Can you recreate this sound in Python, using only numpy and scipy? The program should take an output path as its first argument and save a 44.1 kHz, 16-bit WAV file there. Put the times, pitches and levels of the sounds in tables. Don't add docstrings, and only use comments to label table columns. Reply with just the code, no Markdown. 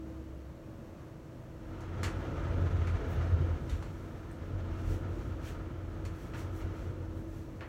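import sys
import numpy as np
from scipy import signal
from scipy.fft import rfft, irfft, next_fast_len
from scipy.io import wavfile
from scipy.ndimage import uniform_filter1d

SR = 44100
rng = np.random.default_rng(int(sys.argv[2]) if len(sys.argv) > 2 else 0)


def pcm_store(signal):
    levels = np.round(np.clip(np.atleast_2d(signal), -1, 1) * 32767)
    wavfile.write(sys.argv[1], SR, levels.astype(np.int16).T)


N = 338687
TIME_S = np.arange(N) / SR


def gain(db):
    return 10 ** (np.asarray(db) / 20)


def unit_rms(x):
    return x / np.sqrt(np.mean(x ** 2) + 1e-20)


def log_interp(points, hz):
    points_hz, values = np.transpose(points)
    return np.interp(np.log(hz + 1), np.log(points_hz + 1), values)


def bell(centre, half_width, x=TIME_S):
    return np.exp(-((x - centre) / half_width) ** 2)


def response(peaks, hz):
    return gain(sum(db * bell(centre_hz, width_hz, hz) for centre_hz, width_hz, db in peaks))


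def add(mix, start_s, sound):
    part = mix[round(start_s * SR):][:len(sound)]
    part += sound[:len(part)]


def noise(spectrum, size=N, tilt_db_per_oct=0):
    length = next_fast_len(size)
    hz = np.fft.rfftfreq(length, 1 / SR)
    octaves = np.log2(np.maximum(hz, 1000) / 1000)
    shape = gain(log_interp(spectrum, hz) + tilt_db_per_oct * octaves)
    shape /= 1 + (hz / (1.3 * spectrum[-1][0])) ** 16
    return unit_rms(irfft(rfft(rng.standard_normal(length)) * shape, length)[:size])


def drift(rate_hz):
    t = np.arange(0, N / SR + .01, .002)
    hz = np.fft.rfftfreq(len(t), t[1])
    slow = irfft(rfft(rng.standard_normal(len(t))) / (1 + (hz / rate_hz) ** 4), len(t))
    return np.interp(TIME_S, t, unit_rms(slow))


def resonate(x, hz, width_hz):
    pole = np.exp((-np.pi * width_hz + 2j * np.pi * hz) / SR)
    return unit_rms(signal.lfilter([1], np.poly([pole, pole]), x).real)


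def steady(x, samples):
    power = uniform_filter1d(uniform_filter1d(x ** 2, samples), samples)
    return unit_rms(x / np.sqrt(abs(power) + 1e-12))


# freq_hz, level_db
WASH_SPECTRUM = [(20, -44), (31, -12), (46, -10), (90, -3), (130, -5), (176, -8.5), (234, -11), (270, -10),
                 (330, -11), (430, -17.5), (510, -12.5), (660, -18), (780, -22.5), (1250, -26.5),
                 (2260, -35), (4000, -42.5), (6300, -43.5), (9000, -50.5), (15900, -51)]
def wash():
    return gain(-48.5 + .55 * drift(5)) * noise(WASH_SPECTRUM)


# time_s, level_db
FAN_LEVELS = [(0.05, -47.5), (0.35, -54.5), (1.45, -58.5), (1.7, -52), (2.65, -51), (2.9, -60),
              (3.2, -56.5), (4.55, -52.5), (4.78, -48.5), (5.1, -51.5), (6.4, -54), (6.62, -47),
              (6.98, -53), (7.22, -47.5), (7.68, -59)]
def fan(pitch_hz=323.2):
    turns = np.cumsum(pitch_hz + .5 * drift(6)) / SR
    level_db = np.interp(TIME_S, *np.transpose(FAN_LEVELS)) + .7 * drift(8)
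    return gain(level_db) * np.sqrt(2) * np.sin(2 * np.pi * turns)


def bus(pitch_hz=67.9, level_db=-47.5, leaves_s=.52, release_s=.06):
    turns = np.cumsum(pitch_hz + .5 * drift(5)) / SR
    fade = np.exp(-np.maximum(TIME_S - leaves_s, 0) / release_s)
    return gain(level_db) * fade * np.sqrt(2) * np.sin(2 * np.pi * turns)


# pitch_hz, width_hz, level_db
ENGINE_DRONES = [(37, 5, -61), (123.5, 8, -61), (151, 6, -66), (228, 22, -63)]
def far_engines():
    return sum(gain(db) * resonate(rng.standard_normal(N), hz, width_hz)
               for hz, width_hz, db in ENGINE_DRONES)


# freq_hz, level_db
RUSTLE_SPECTRUM = [(600, -4), (1400, 5.5), (3000, 1), (4300, -2), (5000, -2), (5700, 0), (7500, -3.5),
                   (8600, -7), (9800, -7.5), (11500, -8.5), (15900, -8.5)]
# peak_s, half_length_s, level_db, tilt_db_per_oct
RUSTLE_STROKES = [(0.971, 0.05, -66, -5), (3.108, 0.028, -62, 8), (3.716, 0.068, -55.5, -4.5),
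                  (3.871, 0.45, -68, -0.5), (4.781, 0.04, -63, -1.5), (4.905, 0.063, -57.5, 0.5),
                  (5.211, 0.14, -65, -1.5), (5.465, 0.042, -51, -2), (6.211, 0.09, -63.5, 1),
                  (6.344, 0.012, -48, -6), (6.385, 0.038, -53.5, -1), (6.566, 0.044, -62, 3),
                  (6.608, 0.01, -50.5, -6), (6.797, 0.087, -61.5, -2.5), (7.17, 0.05, -70, 3),
                  (7.357, 0.1, -65.5, 0.5)]
def rustles(linger_s=.016):
    out, t = np.zeros(N), np.arange(SR) / SR
    hold = np.exp(-1 / (linger_s * SR))
    for peak_s, half_s, db, tilt_db_per_oct in RUSTLE_STROKES:
        power = signal.lfilter([1 - hold], [1, -hold], bell(.5, half_s, t) ** 2)
        friction = noise(RUSTLE_SPECTRUM, len(t), tilt_db_per_oct)
        add(out, peak_s - .5, gain(db) * np.sqrt(power) * friction)
    return out


# freq_hz, t60_s
ROOM_DECAY = [(300, 0.23), (1500, 0.24), (4000, 0.18), (9000, 0.19), (16000, 0.17)]
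def room_ring(x, t60_ratio):
    hz, t, bands = signal.stft(x, SR, nperseg=256)
    t60_s = t60_ratio * log_interp(ROOM_DECAY, hz)[:, None]
    return signal.istft(bands * gain(-60 * t / t60_s), SR, nperseg=256)[1][:len(x)]


# freq_hz, level_db
CLICK_SPECTRUM = [(200, -10), (500, -3), (800, -1.5), (1300, -0.2), (1900, -.2), (3000, -5.3),
                  (3900, -10.4), (4350, -5), (5000, -11), (5600, -9.5), (7600, -11), (8400, -20),
                  (9000, -16.4), (10000, -17), (11000, -23), (12300, -24), (14400, -27.5), (15900, -33)]
# start_s, level_db, tilt_db_per_oct, cutoff_hz, ring_hz, ring_relative_db, t60_ratio, hardness
CLICK_HITS = [(1.807, -59.5, 4, 18000, 6200, -5, .8, .6), (2.0311, -33.5, .2, 18000, 1300, -10, 1, .38),
              (2.0415, -41, -.5, 10000, 2900, -5, .7, .8), (2.8715, -46.3, -1.3, 18000, 2000, -1, .9, .5),
              (3.6956, -49.2, 2.4, 18000, 3600, -5, 1, .6), (3.825, -51, -.5, 18000, 600, 4, .9, .8),
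              (4.3112, -67.3, 13, 18000, 8400, 0, .9, .6), (6.0517, -46.6, 1.5, 18000, 1900, -10, .8, .5),
              (6.335, -47.3, -2, 4000, 1200, -3, 1.1, .3), (7.6085, -43.8, -2, 4500, 1500, -6, 1, .8),
              (7.623, -47, -4, 2500, 1900, -5, .9, .6)]
def clicks(crack_s=.0045, build_s=.034):
    out, t = np.zeros(N), np.arange(SR // 2) / SR
    reflections = 1.4 - 1.05 * np.exp(-t / build_s)
    for start_s, db, tilt_db_per_oct, cutoff_hz, ring_hz, ring_db, t60_ratio, hardness in CLICK_HITS:
        crack = hardness * np.exp(-t / crack_s)
        contact = noise(CLICK_SPECTRUM, len(t), tilt_db_per_oct)
        contact += gain(ring_db) * resonate(rng.standard_normal(len(t)), ring_hz, width_hz=1200)
        click = (crack + reflections) * room_ring(contact, t60_ratio)
        lowpass = signal.butter(3, cutoff_hz, fs=SR, output="sos")
        add(out, start_s, gain(db) * signal.sosfilt(lowpass, click))
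    return out


# peak_s, half_length_s, pitch_hz, level_db
MOAN_SWELLS = [(2.42, 0.35, 555, -51.5), (2.557, 0.061, 256, -53), (3.048, 0.077, 425, -48),
               (3.36, 0.079, 352, -48.5), (5.07, 0.76, 324, -58.5)]
def moans():
    out = np.zeros(N)
    for peak_s, half_s, hz, db in MOAN_SWELLS:
        tone = steady(resonate(rng.standard_normal(N), hz, width_hz=46), samples=3000)
        out += gain(db) * bell(peak_s, half_s) * tone
    return out


def wall_echoes(x, decay_s=.016):
    t = np.arange(SR // 12) / SR
    taps = rng.standard_normal(len(t)) * np.exp(-t / decay_s)
    taps *= .25 / np.linalg.norm(taps)
    taps[0] = 1
    return signal.oaconvolve(x, taps)[:len(x)]


# freq_hz, level_db
TYRE_SPECTRUM = [(600, -1), (720, 3.5), (800, -1.5), (930, 1.8), (1130, -3), (1300, 3), (1600, -4),
                 (2300, -9.5), (3500, -16), (4600, -22), (6200, -23), (7800, -33), (9500, -38),
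                 (15900, -48)]
def tyres(rolling_db):
    flutter = gain(drift(25))
    roar = wall_echoes(noise(TYRE_SPECTRUM))
    return gain(-47 + rolling_db) * unit_rms(roar * flutter)


# freq_hz, level_db
BODY_SPECTRUM = [(110, 0.5), (140, 1.5), (165, 2.5), (200, -7), (238, -1.5), (300, -3.5), (355, -2.5),
                 (400, -6.5), (490, -7), (555, -11), (660, -23), (780, -26.5), (1000, -36)]
def engine_body(engines_db):
    return gain(-40.5 + .75 * engines_db) * noise(BODY_SPECTRUM)


# freq_hz, level_db
SHUDDER_SPECTRUM = [(22, -43), (30, -26), (36, -7), (41, -3), (49, -3.5), (56, -8), (68, -9.5)]
def engine_shudder(engines_db):
    return gain(-39.5 + .76 * engines_db) * steady(noise(SHUDDER_SPECTRUM), samples=4000)


# freq_hz, width_hz, relative_db
BOOM_RESONANCES = [(87.2, 20, -7), (120, 16, -8.8), (64.2, 7, -19)]
def engine_boom(engines_db, closest_hz=86.6, rise_hz_per_db=.55, waver_hz=3, mean_dip_db=3.3):
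    pitch_hz = closest_hz - rise_hz_per_db * engines_db + waver_hz * drift(16)
    turns = np.cumsum(pitch_hz) / SR
    throb = unit_rms(np.sin(2 * np.pi * turns) * gain(1.4 * drift(18)))
    shake = rng.standard_normal(N)
    sides = sum(gain(db) * resonate(shake, hz, width_hz) for hz, width_hz, db in BOOM_RESONANCES)
    level_db = -31.5 + 1.15 * engines_db - mean_dip_db * drift(9) ** 2
    return gain(level_db) * steady(throb + sides, samples=2400)


# time_s, engines_db, rolling_db (relative to the closest pass)
TRAFFIC_LEVELS = [(1.498, -21.5, -27), (1.719, -13, -9.5), (2.0, -6, -2), (2.62, -1, 0), (3.15, -1.5, 0.7),
                  (3.45, -1, -1), (3.68, -5.5, -8.5), (4.0, -12.5, -9.5), (4.28, -14, -10),
                  (4.6, -6.5, -6.5), (4.85, -4.5, -4), (5.25, -6, -7), (5.85, -9, -9), (6.3, -9.5, -8.5),
                  (6.7, -7, -5.5), (7.15, -8.5, -13), (7.68, -19.5, -28)]
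# peak_s, half_length_s, boom_lift_db, shudder_lift_db, body_lift_db
RUMBLE_SURGES = [(2.052, 0.051, 6, -10, 4.5), (2.275, 0.031, -5, -7.5, 3), (2.62, 0.065, 6, 2, 3.5),
                 (2.69, .016, -14, 6, 1), (2.752, 0.03, 8, -5, -1.5), (2.835, 0.036, 6, -2, -2),
                 (2.953, .04, 4, 5, -3.5), (3.04, 0.032, -13, 0, 2), (3.168, 0.028, 8.5, 4, 3.5),
                 (3.342, 0.024, 11, -4, 0), (3.413, 0.028, 12, -2, 3), (3.505, 0.016, 7, 4, 1),
                 (3.752, 0.045, 8.5, 13.5, 0), (4.548, 0.028, 8, 3, 0), (4.728, 0.023, 11.5, 3, 0.5),
                 (4.837, 0.039, 2.5, 10.5, 0), (4.917, 0.037, 5, 10.5, 3), (4.975, 0.03, 9, -4, 3.5),
                 (5.203, 0.061, -1, 4.5, 1.5), (5.34, 0.022, 5, 6, -8), (5.64, 0.022, 1, 7, -4),
                 (6.075, 0.045, 8, 7, -1), (6.17, 0.033, -6, -3, -1), (6.462, .04, 5, -1, -1.5),
                 (6.64, 0.04, 4.5, 5, -2), (6.76, 0.047, -9, -0.5, -1), (6.927, 0.06, 8, -10, 1),
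                 (7.15, 0.04, 4, -6, -2)]
def passing_traffic():
    time_s, *levels_db = np.transpose(TRAFFIC_LEVELS)
    engines_db, rolling_db = [np.interp(TIME_S, time_s, db, left=-60) for db in levels_db]
    surges_db = sum(np.outer(db, bell(peak_s, half_s)) for peak_s, half_s, *db in RUMBLE_SURGES)
    boom_lift, shudder_lift, body_lift = gain(surges_db)
    boom = boom_lift * engine_boom(engines_db)
    shudder = shudder_lift * engine_shudder(engines_db)
    body = body_lift * engine_body(engines_db)
    return boom + shudder + body + tyres(rolling_db)


# freq_hz, width_hz, gain_db
STANDING_WAVES = [(105, 6, -3), (200, 14, -2), (351, 10, 3), (385, 10, -2), (408, 8, -2.5), (429, 11, 4),
                  (460, 12, -3), (512, 12, 2), (538, 8, -2.5), (558, 10, 2), (580, 8, -2.5), (602, 10, 2.5),
                  (630, 10, -4), (656, 12, 3), (1246, 22, 3), (1665, 22, 2), (2911, 25, 2), (4178, 14, 3),
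                  (4323, 18, 3), (4488, 14, 3), (7281, 16, 3), (7393, 14, 2.5), (7980, 140, 2.5),
                  (8280, 130, -1.5)]
def scene():
    background = wash() + fan() + bus() + far_engines()
    mix = background + passing_traffic() + moans() + clicks() + rustles()
    length = next_fast_len(N + SR // 4)
    room = response(STANDING_WAVES, np.fft.rfftfreq(length, 1 / SR))
    return irfft(rfft(mix, length) * room, length)[None, :N]


# freq_hz, width_hz, gain_db
MIC_PORT_DIPS = [(786, 23, -12), (4970, 220, -4), (10420, 370, -4.6)]
def record(dry):
    bass_cut_hz, top_hz = 29, 15920
    length = next_fast_len(N + SR // 2)
    bins_hz = np.fft.rfftfreq(length, 1 / SR)
    bass_cut = 1 - 1 / (1 + (bins_hz / bass_cut_hz) ** 10)
    trimmed = irfft(rfft(dry, length) * bass_cut, length)[:, :N]
    hz = np.linspace(0, SR / 2, 1025)
    port = response(MIC_PORT_DIPS, hz) * (hz < top_hz)
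    taps = signal.firwin2(1023, hz, port, window=("kaiser", 9), fs=SR)
    return signal.oaconvolve(trimmed, taps[None], "same")


dry = scene()
out = record(dry)
pcm_store(out)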